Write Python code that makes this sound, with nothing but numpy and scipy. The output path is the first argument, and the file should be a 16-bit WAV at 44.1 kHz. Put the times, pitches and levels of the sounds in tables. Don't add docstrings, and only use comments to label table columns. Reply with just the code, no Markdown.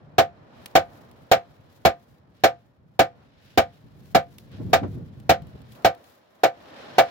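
import sys
import numpy as np
from scipy import signal
from scipy.io import wavfile
from scipy.ndimage import uniform_filter1d, minimum_filter1d

SR = 44100
rng = np.random.default_rng(int(sys.argv[2]) if len(sys.argv) > 2 else 0)


def log_audio(samples):
    frames = np.atleast_2d(samples).T
    limited = np.clip(frames, -1, 1)
    pcm = np.round(limited * 32767).astype(np.int16)
    wavfile.write(sys.argv[1], SR, pcm)


N = 313110
TIME = np.arange(N) / SR
AGE = np.arange(int(.45 * SR)) / SR
EDGES = 25 * 2 ** (np.arange(25) * .39)


def from_db(db):
    return 10 ** (np.asarray(db) / 20)


def rms_one(x):
    return x / np.sqrt(np.mean(x ** 2) + 1e-20)


def in_time(rows):
    times, levels = np.transpose(rows)
    return np.interp(TIME, times, levels)


def at_hz(rows, hz):
    table_hz, *columns = np.transpose(rows)
    return [np.interp(np.log(hz), np.log(table_hz), column) for column in columns]


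def pan(db):
    return from_db(np.array([[db], [-db]]) / 2)


def dying(t60, rise_s):
    return np.exp(-np.log(1000) * AGE / t60) * (1 - np.exp(-AGE / rise_s))


def add(out, start_s, sound):
    start = int(start_s * SR)
    out[:, start:start + sound.shape[-1]] += sound[:, :N - start]


def drift(per_s):
    knots = np.arange(0, N / SR + 1, 1 / per_s)
    return rms_one(np.interp(TIME, knots, rng.standard_normal(len(knots))))


def swells(rows):
    return sum(from_db(db) * np.exp(-.5 * ((TIME - s) / length) ** 2) for s, db, length in rows)


# (frequency [Hz], correlation [-1 to 1])
LIKENESS = [(60, 0.1), (150, 0.87), (300, 0.61), (700, 0), (1400, 0), (4000, 0.0022), (12000, 0.085)]


def noise_bands(shape):
    white = rng.standard_normal((2, 2) + shape)
    for k, (low, high) in enumerate(zip(EDGES, EDGES[1:])):
        hz = np.sqrt(low * high)
        band = signal.butter(2, [low, high], "band", fs=SR, output="sos")
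        mid, side = signal.sosfilt(band, white[k % 2])
        alike = np.clip(at_hz(LIKENESS, hz)[0], -1, 1)
        mid = np.sqrt(1 + alike) * mid
        side = np.sqrt(1 - alike) * side
        yield hz, np.stack([mid + side, mid - side], axis=-2)


# (time [s], level [dB])
RUMBLE = [(0.01, -49.5), (2.81, -58), (3.77, -53.5), (3.95, -45), (4.33, -51), (4.69, -36), (5.01, -33),
          (5.09, -42.0), (5.53, -40.5), (5.77, -50.5), (6.23, -69.5), (6.93, -53.5)]
# (time [s], level [dB], length [s])
GUSTS = [(4.612, -33.5, 0.012), (4.72, -40, 0.032), (4.845, -29.5, 0.018), (4.98, -41.5, 0.026),
         (5.553, -44, 0.0053)]


def draught(rumble, gust):
    lumps = from_db(2.2 * drift(per_s=35))
    return rumble * from_db(in_time(RUMBLE) - 2.6) * lumps + gust * swells(GUSTS)


# (time [s], level [dB])
RUSH = [(0.01, -56.5), (0.97, -50.5), (1.19, -55), (2.91, -66.5), (3.21, -56.5), (3.29, -62.5),
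        (5.25, -58.5), (5.57, -55), (5.71, -58.5), (5.79, -48.5), (6.27, -60.5), (6.82, -43)]


def soft_rush(rush):
    return rush * from_db(in_time(RUSH) - 1.92)


# (time [s], level [dB])
HISS = [(0.01, -71), (1.27, -65), (2.31, -75), (2.39, -66), (2.85, -81.5), (3.51, -57.5), (3.85, -69),
        (4.43, -68), (4.69, -61.5), (5.25, -67), (5.67, -61.5), (5.79, -62.5), (6.37, -69), (6.82, -47.0)]


def soft_hiss(hiss, grain):
    return hiss * from_db(in_time(HISS) - 4.1) * grain


def strokes():
    swing_lead_s, swing_s = 0.078, 0.063
    lift_lag_s, lift_s, lift_db = 0.23, 0.076, -1.5
    swings = [(s - swing_lead_s, db, swing_s) for s, *_, db in BLOWS]
    lifts = [(s + lift_lag_s, db + lift_db, lift_s) for s, *_, db in BLOWS]
    return swells(swings + lifts)


def sleeve_rustle(hiss, rustle, grain):
    motion = strokes() * from_db(2.8 * drift(per_s=59))
    return (from_db(-5.5) * hiss + rustle * pan(db=10.0)) * motion * grain


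# (time [s], level [dB], length [s])
SCUFFS = [(0.615, -63.5, 0.06), (4.555, -57, 0.023)]


def hand_scuffs(hiss, rush, grain):
    return (hiss + from_db(-2.5) * rush) * grain * swells(SCUFFS)


# (frequency [Hz], level per Hz [dB])
RUMBLE_COLOUR = [(15, -55), (25, -28), (61, -3.5), (107, 3), (152, 2.5), (261, -8.5), (361, -19.5),
                 (500, -20.5), (650, -52.5), (1100, -120)]
GUST_COLOUR = [(15, -50), (25, -41), (59, 1.5), (173, -2.5), (285, 3), (408, -10), (446, -7.5), (661, -22),
               (1800, -44), (2340, -67.5), (3960, -120)]
RUSH_COLOUR = [(150, -26), (250, 0), (454, -0.5), (558, 4), (1150, -4), (1530, -8.5), (2600, -25.5),
               (3380, -51.5), (5720, -120)]
HISS_COLOUR = [(1000, -30), (1700, -1), (2360, -6), (2820, -2), (4380, -4.5), (6150, -18.5), (9370, -31.5),
               (12500, -22.5), (16000, -38.5)]
RUSTLE_COLOUR = [(3000, -6), (7000, 0.5), (9500, -8), (12500, 4.5), (16000, -1)]


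def air():
    colours = [RUMBLE_COLOUR, GUST_COLOUR, RUSH_COLOUR, HISS_COLOUR, RUSTLE_COLOUR]
    layers = np.zeros((len(colours), 2, N))
    for hz, noise in noise_bands((N,)):
        for layer, colour in zip(layers, colours):
            if colour[0][0] <= hz <= colour[-1][0]:
                layer += from_db(at_hz(colour, hz)[0]) * noise
    rumble, gust, rush, hiss, rustle = map(rms_one, layers)
    grain = from_db(0.87 * drift(per_s=16) + 1.3 * drift(per_s=200))
    background = draught(rumble, gust) + soft_rush(rush) + soft_hiss(hiss, grain)
    return background + sleeve_rustle(hiss, rustle, grain) + hand_scuffs(hiss, rush, grain)


def ring(modes, rise_s, left_lead_s, scatter_db, detune):
    out = 0
    pitch = 1 + detune * rng.standard_normal()
    for hz, db, t60, side_db in modes:
        wave = np.sin(2 * np.pi * hz * pitch * (AGE + np.array([[left_lead_s], [0]])))
        gain = from_db(db + scatter_db * rng.standard_normal())
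        out = out + gain * pan(side_db) * wave * dying(t60, rise_s)
    return out


# (frequency [Hz], level per Hz [dB], left over right [dB])
CLATTER = [(40, -22, 5.5), (85, -1, 0.5), (170, -3, -0.5), (350, -5, -4.5), (700, -4.5, -1.5),
           (1030, -10, 7.5), (1590, -4, 2.5), (2800, -8.5, -2), (4180, -9.5, -5), (5180, -14, 3),
           (7150, -20, 11.5), (8900, -35, 11.5), (13200, -17.5, 10.5), (17300, -25.5, 14)]
# (frequency [Hz], time to fade by 60 dB [s])
CLATTER_T60 = [(100, .16), (350, .11), (1000, .125), (2500, .11), (5000, .097), (9000, .08), (16000, .072)]


def clatter(level_db, fresh, hold_s, rise_s, room_db, room_t60):
    _, _, clatter_db, thud_db, _ = np.transpose(BLOWS)[:, :, None, None]
    tilt_db_per_octave = -1.73
    out = 0
    for hz, noise in noise_bands((len(BLOWS) + 1, len(AGE) * 3 // 2)):
        noise = noise[..., -len(AGE):]
        db, side_db = at_hz(CLATTER, hz)
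        t60, = at_hz(CLATTER_T60, hz)
        grain = np.sqrt(1 - fresh) * noise[0] + np.sqrt(fresh) * noise[1:]
        colour_db = thud_db if hz < 250 else clatter_db + tilt_db_per_octave * np.log2(hz / 1000)
        fade = np.exp(-np.log(1000) * np.maximum(AGE - hold_s, 0) / t60)
        envelope = fade * (1 - np.exp(-AGE / rise_s))
        garage_tail = from_db(room_db) * dying(room_t60, rise_s=.02) / (1 + hz / 4000)
        gain = from_db(level_db + db + colour_db) * pan(side_db)
        out = out + gain * grain * (envelope + garage_tail)
    return out


# (time [s], force [dB], clatter [dB], low thud [dB], sleeve rustle [dB])
BLOWS = [(0.1816, 0, 2, -1, -100), (0.7521, 0.5, 2.5, -1.5, -72), (1.3138, 0.5, 3, 0, -78),
         (1.85, -.5, 3, 2.5, -74.5), (2.4363, 0, 3, -3, -87.5), (2.9912, 0, 1.5, -1, -89.5),
         (3.574, -1, 2.5, 0, -78), (4.1469, -1, 1, 3.5, -72), (4.7304, -1, 3.5, 1, -72.5),
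         (5.2928, -.5, 3, 1, -77.5), (5.846, 0.5, 0, -5, -68.5), (6.4336, -0.5, -1, -15.5, -79.5),
         (6.9819, 2.5, -0.5, -10, -100)]
# (frequency [Hz], level [dB], time to fade by 60 dB [s], left over right [dB])
BELLY = [(496, -29, .18, -5), (539.4, -11.3, .124, -2), (583, -16, .065, -.6), (675, -20, .086, -.5),
         (693, -7.2, .18, 1), (729.7, -2, .042, -.7), (764, -16, .12, -6), (822.6, -33, .17, 2)]
# (frequency [Hz], level [dB], time to fade by 60 dB [s], left over right [dB])
WALLS = [(70, -40, .14, 6), (118, -35, .2, -2), (150, -37, .2, 1), (207, -30, .09, 0), (288, -21, .08, -4),
         (326, -27, .1, -3), (374, -21, .08, -1), (420, -27, .06, -2), (932, -25, .11, 0),
         (1092, -32, .1, 3), (1125, -32, .1, 4), (1213, -24, .15, 4), (1325, -27, .1, 1),
         (1366, -23, .12, -3), (1504, -24, .13, -1), (1562, -28, .15, 0), (1700, -29, .1, 7),
         (1771, -26, .13, -6), (1803, -28, .1, -2), (1921, -28, .14, -3), (2271, -24.5, .13, 6),
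         (2315, -29, .11, -2), (2490, -30, .09, -1), (2750, -27, .09, -6), (2893, -31, .1, -5),
         (3060, -32, .09, -7), (3383, -32, .09, -5), (3917, -30, .09, 0), (4067, -30, .07, -2),
         (4225, -29, .07, -10)]
# (delay [s], strength [gain])
ECHOES = [(.00675, .9), (.01582, .58), (.01783, .22), (.02791, .72)]


def knocks():
    belly_lag_s = .0013
    tone, steel = np.zeros((2, 2, N))
    rattles = clatter(level_db=-4.5, fresh=0.77, hold_s=0.0099, rise_s=0.0016, room_db=-33.0, room_t60=0.42)
    for (s, force_db, *_), rattle in zip(BLOWS, rattles):
        belly = ring(BELLY, rise_s=.0032, left_lead_s=.00027, scatter_db=.5, detune=.001)
        walls = ring(WALLS, rise_s=.0035, left_lead_s=.00006, scatter_db=1.2, detune=.001)
        for delay, strength in [(0, 0.94)] + ECHOES:
            add(tone, s + belly_lag_s + delay, from_db(force_db) * strength * belly)
        add(steel, s, from_db(force_db) * (walls + rattle))
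    return from_db(0.1) * tone + steel


def faint_ticks(count):
    from_s, to_s = 4.45, 6.05
    middle_db, spread_db = -50, 2.5
    when, size = rng.random((count, 2)).T
    return list(zip(from_s + when * (to_s - from_s), middle_db + spread_db * (2 * size - 1)))


# (time [s], level [dB])
TICKS = [(0.659, -28), (1.1129, -48), (4.3833, -36), (5.2, -49), (5.7206, -44.5), (5.9483, -48),
         (6.0414, -50)]


def ticks(low_hz, high_hz, snap_t60, snap_db, ring_t60, ring_db):
    out = np.zeros((2, N))
    band = signal.butter(2, [low_hz, high_hz], "band", fs=SR, output="sos")
    for s, db in TICKS + faint_ticks(count=8):
        white = rng.standard_normal((2, len(AGE)))
        snap = from_db(snap_db) * white * dying(snap_t60, rise_s=0.000076)
        metal = rms_one(signal.sosfilt(band, white))
        tail = from_db(ring_db) * metal * dying(ring_t60, rise_s=0.0012)
        add(out, s, from_db(db) * (snap + tail))
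    return out


def bump(s, level_db, top_hz, t60):
    band = signal.butter(2, [90, top_hz], "band", fs=SR, output="sos")
    puff = rms_one(signal.sosfilt(band, rng.standard_normal((2, len(AGE)))))
    out = np.zeros((2, N))
    add(out, s, from_db(level_db) * puff * dying(t60, rise_s=.001))
    return out


def scene():
    handling = ticks(low_hz=1920, high_hz=4530, snap_t60=0.022, snap_db=-3.0, ring_t60=0.021, ring_db=-4.5)
    puff = bump(s=4.83, level_db=-27.5, top_hz=620, t60=0.14)
    return air() + knocks() + handling + puff


def limiter(x, ceiling_db, release_db_per_s):
    level_db = 20 * np.log10(np.abs(x).max(axis=0) + 1e-9)
    over = np.maximum(level_db - ceiling_db, 0)
    ramp = release_db_per_s * TIME
    cut = np.maximum.accumulate(over + ramp) - ramp
    return x * from_db(uniform_filter1d(minimum_filter1d(-cut, size=89), size=89))


def record(dry):
    held = limiter(dry, ceiling_db=-.8, release_db_per_s=700)
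    return signal.sosfilt(signal.ellip(10, .1, 80, 16000, fs=SR, output="sos"), held)


dry = scene()
out = record(dry)
log_audio(out)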